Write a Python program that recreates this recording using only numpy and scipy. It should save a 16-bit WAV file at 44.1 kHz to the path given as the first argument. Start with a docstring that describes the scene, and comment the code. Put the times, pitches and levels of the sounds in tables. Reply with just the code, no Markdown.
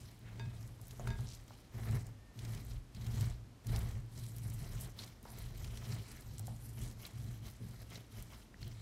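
"""Stirring biscuits into chocolate

Biscuit pieces in melted chocolate are stirred in a glass bowl, with a silicone spatula, then a gloved
hand. Each push rumbles through the table, the pieces rub and the sticky coating crackles and snaps.
Lumps knock dully and hard touches ring the glass, over the quiet room tone of a kitchen."""
import sys
import numpy as np
from scipy import signal
from scipy.fft import rfft, irfft, next_fast_len
from scipy.io import wavfile
from scipy.ndimage import uniform_filter1d

SR = 44100
rng = np.random.default_rng(int(sys.argv[2]) if len(sys.argv) > 2 else 0)


def to_wav(sig):
    """Store sig (one row per channel, or 1-D mono) as 16-bit WAV at the path in sys.argv[1].

    Samples outside -1..1 are clipped; the rate is SR.
    """
    pcm = np.clip(np.atleast_2d(sig), -1, 1) * 32767
    pcm = np.round(pcm).astype(np.int16)
    wavfile.write(sys.argv[1], SR, pcm.T)  # frames by channels


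N = 388521
TIME = np.arange(N) / SR
TOP_HZ = 15600

# strokes of the spatula, then the hand, with each layer's level at the crest: (start [s], pressing [s],
# easing [s], rocking [dB], table boom [dB], rubbing [dB], squelch [dB], crackle [dB])
STIR_STROKES = [(0.0, 0.0019, 0.14, -57.5, -52, -71, -63.0, -66),
                (0.223, 0.19, 0.23, -51.5, -47.5, -63, -67.5, -76),
                (0.558, 0.062, 0.15, -64, -48, -70, -76, -67.5),
                (0.811, 0.098, 0.2, -58, -50.5, -67.5, -71, -65),
                (0.985, 0.11, 0.087, -43, -41.5, -57, -64, -71),
                (1.179, 0.025, 0.22, -55.0, -50.0, -67.0, -65, -64.5),
                (1.478, 0.024, 0.18, -72.0, -56.5, -72, -67.5, -72.5),
                (1.746, 0.2, 0.06, -48, -37.5, -54, -59, -61.5),
                (2.017, 0.07, 0.037, -53, -67, -64.5, -80, -73),
                (2.372, 0.16, 0.11, -49, -42.0, -58, -60.5, -62),
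                (2.649, 0.064, 0.051, -46.5, -45.5, -66, -66, -65),
                (2.955, 0.13, 0.13, -45, -43.5, -60.5, -62.5, -64.0),
                (3.142, 0.074, 0.089, -41, -36.5, -56.5, -56.5, -58.5),
                (3.665, 0.1, 0.148, -38.5, -40, -53.5, -57.5, -59),
                (3.926, 0.047, 0.048, -59, -38, -67, -71.0, -69.5),
                (4.127, 0.11, 0.11, -55, -42.5, -66.5, -61.5, -60),
                (4.368, 0.095, 0.16, -48, -39.5, -65, -63.5, -59),
                (4.591, 0.27, 0.021, -44, -46.5, -58, -59.5, -56.5),
                (4.978, 0.024, 0.064, -64, -48.5, -58.5, -55, -60.5),
                (5.239, 0.15, 0.16, -53, -49.5, -62.0, -61.5, -62.5),
                (5.509, 0.11, 0.19, -44, -50.5, -62.5, -62.0, -62),
                (5.745, 0.175, 0.13, -64, -48.5, -57.5, -57, -61.5),
                (6.062, 0.055, 0.21, -55.0, -55.0, -64.5, -66.5, -62.5),
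                (6.263, 0.232, 0.12, -52.0, -44.0, -74, -67.5, -65.5),
                (6.602, 0.051, 0.23, -51.5, -50, -68.5, -75, -64),
                (6.77, 0.062, 0.083, -43.5, -43.0, -60, -61, -63),
                (7.001, 0.07, 0.013, -76, -74.0, -60.0, -57.5, -57),
                (7.142, 0.17, 0.073, -49, -42, -64, -64.5, -64),
                (7.43, 0.03, 0.082, -54, -71, -64, -60.5, -63),
                (7.596, 0.057, 0.34, -61, -48.5, -69.5, -71, -68.5),
                (7.737, 0.092, 0.006, -57.0, -65, -66, -69, -68.0),
                (7.904, 0.054, 0.019, -64, -73, -58.5, -54.5, -61.5),
                (8.121, 0.073, 0.045, -60.0, -47, -60.5, -61.5, -62),
                (8.307, 0.032, 0.07, -60.0, -58, -65, -59, -64),
                (8.6, 0.019, 0.18, -52.5, -45.5, -70, -61, -70.0)]
# the heap jams and the bowl heaves: (middle [s], rocking [dB], table boom [dB])
BOWL_SHOVES = [(.46, -61, -42), (1.09, -48, -45), (1.22, -66, -40.5), (1.93, -41.5, -34.5),
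               (2.43, -54, -46), (2.76, -44, -47), (3.09, -60, -38), (3.71, -46, -36), (3.85, -45, -43),
               (4.75, -56, -41.5), (5.45, -45, -53), (5.63, -57, -62), (5.7, -49, -51), (5.92, -57, -40),
               (5.99, -51, -47), (6.34, -70, -48), (7.64, -59, -52), (8.19, -47.5, -58), (8.67, -60, -42)]
# blade or palm lands flat on the heap: (time [s], level [dB])
FLAT_PATS = [(2.465, -57), (2.965, -55.5), (3.13, -51), (3.675, -53.5), (6.78, -51), (7.25, -56),
             (7.603, -53.5), (8.62, -63)]
# knocks of lumps and spatula: (time [s], level [dB], centre [Hz], relative thump [dB], rattle [dB])
LUMP_KNOCKS = [(0.797, -51, 646, 2, -22), (.996, -38.5, 645, -12, -8), (1.073, -37, 1260, -2.5, -26),
               (1.19, -50, 750, -15, -18), (1.507, -45, 810, -18, -17.5), (1.742, -52, 600, -10, -16),
               (3.743, -48, 690, 3, -5), (5.253, -44, 770, -4.5, -10.5), (6.397, -51.5, 645, 12.5, -7),
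               (6.48, -41.5, 695, 4.5, -10.5), (7.179, -54, 1250, -26, -27), (7.605, -50, 300, 6.5, -7),
               (8.324, -52, 1100, -19, -4)]
# sticky films parting: (time [s], peak [dB], centre [Hz])
FILM_SNAPS = [(.192, -51, 14300), (0.6754, -49, 7000), (.815, -39, 13100), (0.882, -39, 12200),
              (0.909, -42, 4600), (1.075, -41, 6060), (1.35, -43, 6500), (1.48, -49, 4680),
              (2.0678, -43.5, 7910), (2.3902, -43, 4430), (2.45, -40.5, 5170), (2.5487, -41, 6060),
              (2.9483, -44, 4660), (3.0662, -40.5, 6230), (3.2094, -35.5, 6540), (3.669, -38.5, 7900),
              (3.7608, -32.5, 4630), (3.791, -35, 10300), (4.264, -44, 6860), (4.3648, -39, 12000),
              (4.3838, -38, 11300), (4.5005, -38, 9040), (4.809, -39, 12900), (4.9886, -49.5, 5200),
              (5.229, -43, 13000), (5.303, -43, 9240), (5.387, -39, 12500), (5.645, -41.5, 4360),
              (5.773, -39, 4080), (6.209, -41, 13000), (6.3823, -37.5, 7100), (6.3944, -34, 9200),
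              (6.4704, -35, 9000), (6.9125, -45, 6090), (7.0536, -44, 4090), (7.818, -46, 13700),
              (8.225, -37.5, 11200), (8.6782, -45, 13000)]
# air pockets opening: (time [s], level [dB], cavity pitch [Hz], t60 [s])
POCKET_SMACKS = [(0.996, -46, 6700, 0.044), (4.99, -39, 4000, 0.043), (7.052, -38.5, 4020, 0.029),
                 (7.056, -54, 2130, 0.045), (7.919, -52, 2130, .04), (7.957, -40, 3860, 0.025),
                 (8.543, -49, 1830, 0.012), (8.629, -48, 2040, 0.015), (8.6292, -42, 4300, 0.024)]
# hard touches on the glass: (time [s], level [dB], contact brightness [Hz])
GLASS_TOUCHES = [(.3965, -51, 4500), (1.0730, -49, 1700), (1.1048, -51.5, 6000)]
# wet smears along the glass: (middle [s], length [s], level [dB], centre [Hz], filter width [Hz])
WET_SMEARS = [(0.277, 0.06, -63.5, 1890, 1810), (1.32, 0.12, -59.5, 5000, 5000),
              (4.818, 0.048, -55.5, 9500, 11000), (5.024, 0.047, -56.5, 4500, 4400),
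              (6.13, 0.17, -64.5, 1900, 2000), (6.853, 0.15, -63.5, 7400, 9000)]

# bowl and table rocking: (frequency [Hz], nominal width [Hz], gain [dB])
ROCKING_MODES = [(39, 8.5, 0.5), (59, 10.5, 0.5), (79.8, 15.4, -9)]
# main modes of the table top: (frequency [Hz], nominal width [Hz], gain [dB])
BOOM_MODES = [(111.6, 10.7, 6), (117.4, 5.7, 1.5), (137.4, 4.3, -10)]
# higher modes of table and bowl: (frequency [Hz], nominal width [Hz], gain [dB])
JUDDER_MODES = [(173.4, 8.6, -8.5), (202, 6.9, -14), (219.8, 6.9, -7.5), (255.1, 6.7, -20),
                (287.6, 16.5, -20.5), (371, 61, -29)]
# ring of the glass bowl: (frequency [Hz], gain [dB], t60 [s])
GLASS_MODES = [(404, 2, .11), (660, -10, .25), (917, -6, .088), (920, -6, .27), (970, -7, .08),
               (1637, -3.5, .46), (2210, -13, .17), (2535, -8, .38), (3675, -3, .09), (3610, -8, .35),
               (4740, -5, .11), (6100, -8, .08), (7240, -12, .1)]

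# EQ of pieces rubbing: (frequency [Hz], gain [dB])
RUB_EQ = [(200, -16), (340, 5), (405, 7.5), (470, 3), (560, -0.5), (670, 5), (800, -2), (1000, -3.5),
          (1500, -3.5), (2200, -5), (4000, -24)]
# EQ of wet chocolate: (frequency [Hz], gain [dB])
SQUELCH_EQ = [(700, -6), (1500, -4), (2250, 0), (2800, -3.5), (3200, 2), (3650, -0.5), (4050, 1.5),
              (4600, -0.5), (5800, -3.5), (7800, -9.5), (12000, -17.5)]
# EQ of the coating's crackle: (frequency [Hz], gain [dB])
CRACKLE_EQ = [(3000, -2), (6000, 10), (8000, 11), (11000, 10), (14000, 8.5), (16000, -27)]
# EQ of the kitchen's room tone: (frequency [Hz], gain [dB])
KITCHEN_EQ = [(25, -5.5), (50, 8.5), (130, -4.5), (270, -3.5), (400, -11.5), (1000, -18), (2000, -23),
              (5000, -26.5), (14000, -35.5), (16000, -64)]


def stirring():
    """Each stroke pushes the bowl against the table and slides the pieces past each other."""
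    _, _, _, rock, boom, *sliding = np.transpose(STIR_STROKES)
    _, shove_rock, shove_boom = np.transpose(BOWL_SHOVES)
    rock_db, boom_db = push(rock, shove_rock), push(boom, shove_boom)
    rub_db, squelch_db, crackle_db = (
        stroke_envelope(db, swell_db=7, attack_s=0.16, release_s=0.39) for db in sliding)
    judder_db = 0.42 * boom_db + 0.58 * rub_db - 3  # rides partly the push, partly the rubbing
    low_end = rumble(ROCKING_MODES, rock_db + 0.5) + rumble(BOOM_MODES, boom_db)
    low_end += rumble(JUDDER_MODES, judder_db)
    return low_end + close_reflection(sticky_rustle(rub_db, squelch_db, crackle_db))


def stroke_envelope(levels_db, swell_db, attack_s, release_s):
    """Level in dB: each stroke takes hold, swells, eases and lets go; attack and release span 60 dB."""
    corners_db = [-60 - swell_db, -swell_db, 0, -swell_db, -60 - swell_db]
    power = 1e-12
    for (start, pressing, easing, *_), db in zip(STIR_STROKES, levels_db):
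        times = start - attack_s + np.cumsum([0, attack_s, pressing, easing, release_s])
        power += undb(db + np.interp(TIME, times, corners_db)) ** 2
    return 10 * np.log10(power)


def push(strokes_db, shoves_db, shove_s=0.081):
    """Force on the bowl in dB: strokes plus short, round shoves, lurching as the heap catches and gives."""
    power = undb(stroke_envelope(strokes_db, swell_db=7.5, attack_s=0.048, release_s=0.81)) ** 2
    for (middle, *_), db in zip(BOWL_SHOVES, shoves_db):
        swell = np.exp(-np.minimum((2 * (TIME - middle) / shove_s) ** 2, 20))
        power += (undb(db) * swell) ** 2
    lurch_db = 1.7 * wander(rate=16)
    return 10 * np.log10(power) + lurch_db


def rumble(modes, level_db):
    """The dragging heap shakes bowl and table: a levelled drone that rides the given envelope."""
    boom = table(rng.standard_normal(N), modes)
    power = np.abs(uniform_filter1d(boom ** 2, size=SR // 20))
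    return undb(level_db) * boom / np.sqrt(power + 1e-18)


def table(force, modes):
    """The table booms in its low modes; filtering twice keeps the valleys between them dark."""
    return sum(undb(db) * resonate(resonate(force, hz, 1.65 * width), hz, 1.65 * width)
               for hz, width, db in modes)


def sticky_rustle(rub_db, squelch_db, crackle_db):
    """Pieces rub on each other and on the glass while the chocolate between them tears."""
    rub = grains(rate=1500, spread_db=3.0, clump_db=2.0, t60=0.048)
    rub = unit(equalise(rub, RUB_EQ))
    squelch = grains(rate=2200, spread_db=2.05, clump_db=2.5, t60=0.015)
    squelch = unit(equalise(shifting_gaps(squelch, depth_db=1.72), SQUELCH_EQ))
    crackle = grains(rate=4000, spread_db=3.5, clump_db=2.5, t60=0.026)
    crackle = unit(equalise(shifting_gaps(crackle, depth_db=2.36), CRACKLE_EQ))
    crackle = unit(crackle + undb(9) * pinpricks(rate=60, spread_db=3.2, t60=0.009))
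    return rub * undb(rub_db) + squelch * undb(squelch_db) + crackle * undb(crackle_db)


def grains(rate, spread_db, clump_db, t60):
    """Tiny slips and bursts, `rate` a second: puffs of noise, uneven in size and swelling in clumps."""
    size_db = spread_db * np.minimum(rng.exponential(size=N), 5)
    size_db += clump_db * wander(rate=90)
    slips = (rng.random(N) < rate / SR) * undb(size_db)
    power = signal.fftconvolve(slips ** 2, decay(t60) ** 2)[:N]
    return np.sqrt(np.abs(power)) * rng.standard_normal(N)


def shifting_gaps(x, depth_db):
    """Gaps between the pieces open and close, so each half octave swells and fades by itself."""
    centres = 500 * 2 ** np.arange(0, 5.1, 0.5)
    return sum(resonate(x, hz, hz / 3) * (-1) ** k * undb(depth_db * wander(rate=28))
               for k, hz in enumerate(centres))


def pinpricks(rate, spread_db, t60):
    """Tiny bubbles and threads of chocolate break one by one, each at its own high pitch."""
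    out = np.zeros(N)
    for when, pitch, rarity in rng.random((int(rate * N / SR), 3)):
        hz = 6000 + 9000 * pitch
        tick = resonate(burst(t60, tick=3.7)[:SR // 50], hz, 0.5 * hz)
        peak_db = -spread_db * np.log(max(rarity, 0.02))
        add(out, when * N / SR, peak(tick, peak_db))
    return out


def pats(attack_s=0.0055, t60=0.74):
    """A flat landing kicks the higher modes; they die down as the heap settles."""
    force = np.full(N, 1e-9)
    landing = decay(t60)
    landing *= np.minimum(TIME[:len(landing)] / attack_s, 1)
    for start, db in FLAT_PATS:
        add(force, start, undb(db) * landing)
    return rumble(JUDDER_MODES, 20 * np.log10(force))


def knocks():
    """A lump lands: a short hollow clop, a small rattle and a thump through the table."""
    clops, force = np.zeros(N), np.zeros(N)
    for start, db, hz, thump_db, rattle_db in LUMP_KNOCKS:
        blow = burst(t60=0.014, tick=3.8) + undb(rattle_db) * burst(t60=0.28, tick=0)
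        clop = resonate(resonate(blow, hz, 0.52 * hz), hz, 0.91 * hz)
        add(clops, start, peak(clop, db - 0.5))
        add(force, start, undb([db + thump_db + 53.5]))  # one-sample kick, with make-up gain
    return clops + table(force, BOOM_MODES + JUDDER_MODES)


def snaps(decay_cycles=160):
    """Films of chocolate part with a bright tick; where they open an air pocket, the cavity rings."""
    out = np.zeros(N)
    for start, db, hz in FILM_SNAPS:
        snap = resonate(burst(t60=decay_cycles / hz, tick=4.5), hz, hz)
        add(out, start, peak(snap, db))
    for start, db, hz, t60 in POCKET_SMACKS:
        cavity = resonate(burst(t60, tick=9.4), hz, 0.16 * hz)
        smack = resonate(cavity, hz, 0.58 * hz)
        add(out, start, peak(smack, db + 0.5))
    return out


def clinks():
    """Hard touches crack and set the glass ringing; a softer contact dulls the high modes."""
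    force = np.zeros(N)
    for start, db, brightness_hz in GLASS_TOUCHES:
        contact = np.exp(-2 * np.pi * brightness_hz * TIME[:SR // 100])
        add(force, start, undb(db) * contact / contact.sum())
    crack = resonate(resonate(force, 2400, 4000), 2500, 6000)
    return glass(force, wash_db=6, wash_t60=0.096) + undb(26) * crack


def glass(force, wash_db, wash_t60):
    """The bowl's clear modes, over a wash of weak ones that the filling damps quickly."""
    t = TIME[:len(decay(wash_t60))]
    ring = sum(undb(db) * decay(t60) * np.sin(2 * np.pi * hz * t) for hz, db, t60 in GLASS_MODES)
    wash = resonate(resonate(burst(wash_t60, tick=9.3), 1500, 3000), 2500, 6000)
    return signal.fftconvolve(force, ring + peak(wash, wash_db))[:N]


def smears():
    """A coated surface slides over the glass with a short, grainy fizz."""
    out = np.zeros(N)
    fizz = grains(rate=900, spread_db=1.6, clump_db=1.5, t60=0.005)
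    for middle, length, db, hz, width in WET_SMEARS:
        swell = np.exp(-(2 * (TIME - middle) / length) ** 4)
        band = resonate(resonate(fizz, hz, width), hz, width)
        out += undb(db) * swell * unit(band)
    return out


def faint_tone(start=2.12, end=2.44, hz=1809, db=-73):
    """A thin, wavering tone swells and dies away between strokes."""
    swell = np.sin(np.pi * np.clip((TIME - start) / (end - start), 0, 1))
    return undb(db) * swell * np.sin(2 * np.pi * hz * TIME + 0.5 * wander(rate=40))


def close_reflection(x, delay_s=0.00099, db=-18):
    """A bounce off the table top or the bowl's wall gives the rustle a faint hollow colour."""
    return x + undb(db) * np.interp(TIME - delay_s, TIME, x)


def kitchen_reverb(x, t60, wet_db):
    """Short, dull reflections from the kitchen walls."""
    tail = resonate(burst(t60, tick=0), 1200, 5000)
    tail[:SR // 200] = 0  # 5 ms pre-delay
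    return x + undb(wet_db) * signal.fftconvolve(x, tail / np.linalg.norm(tail))[:N]


def room_tone(db=-59.5):
    """The quiet kitchen: a steady bed of dark noise."""
    return undb(db) * unit(equalise(rng.standard_normal(N), KITCHEN_EQ))


def burst(t60, tick):
    """A sharp first tick and a fading spray of smaller ones."""
    envelope = decay(t60)
    spray = envelope * rng.standard_normal(len(envelope))
    spray[0] += tick
    return spray


def decay(t60):
    """An exponential envelope, two thirds of a second long."""
    return np.exp(-np.log(1000) * TIME[:SR * 2 // 3] / max(t60, 1e-3))


def wander(rate):
    """Random modulation at rms 1, gliding to `rate` new values a second."""
    knots = np.arange(0, TIME[-1] + 1, 1 / rate)
    return unit(np.interp(TIME, knots, rng.standard_normal(len(knots))))


def resonate(x, hz, width):
    """One resonant band, gain 1 at its centre."""
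    w = 2 * np.pi * min(hz, TOP_HZ) / SR
    a = np.sin(w) * width / hz / 2
    return signal.lfilter([a, 0, -a], [1 + a, -2 * np.cos(w), 1 - a], x + 1e-18)


def equalise(x, curve):
    """Apply an EQ curve, interpolated over log frequency."""
    hz, db = np.transpose(curve)
    size = next_fast_len(N + SR)
    bins_hz = np.maximum(np.arange(size // 2 + 1) * SR / size, 1)
    gain = undb(np.interp(np.log(bins_hz), np.log(hz), db))
    return irfft(rfft(x, size) * gain, size)[:N]


def add(track, start, sound):
    """Mix a sound in at `start` seconds."""
    i = max(int(start * SR), 0)
    track[i:i + len(sound)] += sound[:max(N - i, 0)]


def peak(x, db):
    """Scale to a peak level."""
    return undb(db) * x / np.abs(x).max()


def unit(x):
    """Scale to rms 1."""
    return x / np.sqrt(np.mean(x ** 2))


def undb(db):
    """Decibels to gain."""
    return 10 ** (np.asarray(db) / 20)


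def scene():
    """Mono mix of bowl, table and kitchen; only the hits feed the reverb."""
    hits = kitchen_reverb(clinks() + knocks() + snaps(), t60=0.64, wet_db=-18.5)
    bed = room_tone()
    return (stirring() + smears() + hits + faint_tone() + pats() + bed)[None]


def record(dry):
    """Roll off the deepest bass and cut the top steeply."""
    low_cut = signal.butter(4, 27, "high", fs=SR, output="sos")
    high_cut = signal.ellip(8, 0.2, 70, TOP_HZ, fs=SR, output="sos")
    return signal.sosfilt(high_cut, signal.sosfilt(low_cut, dry))


dry = scene()
out = record(dry)
to_wav(out)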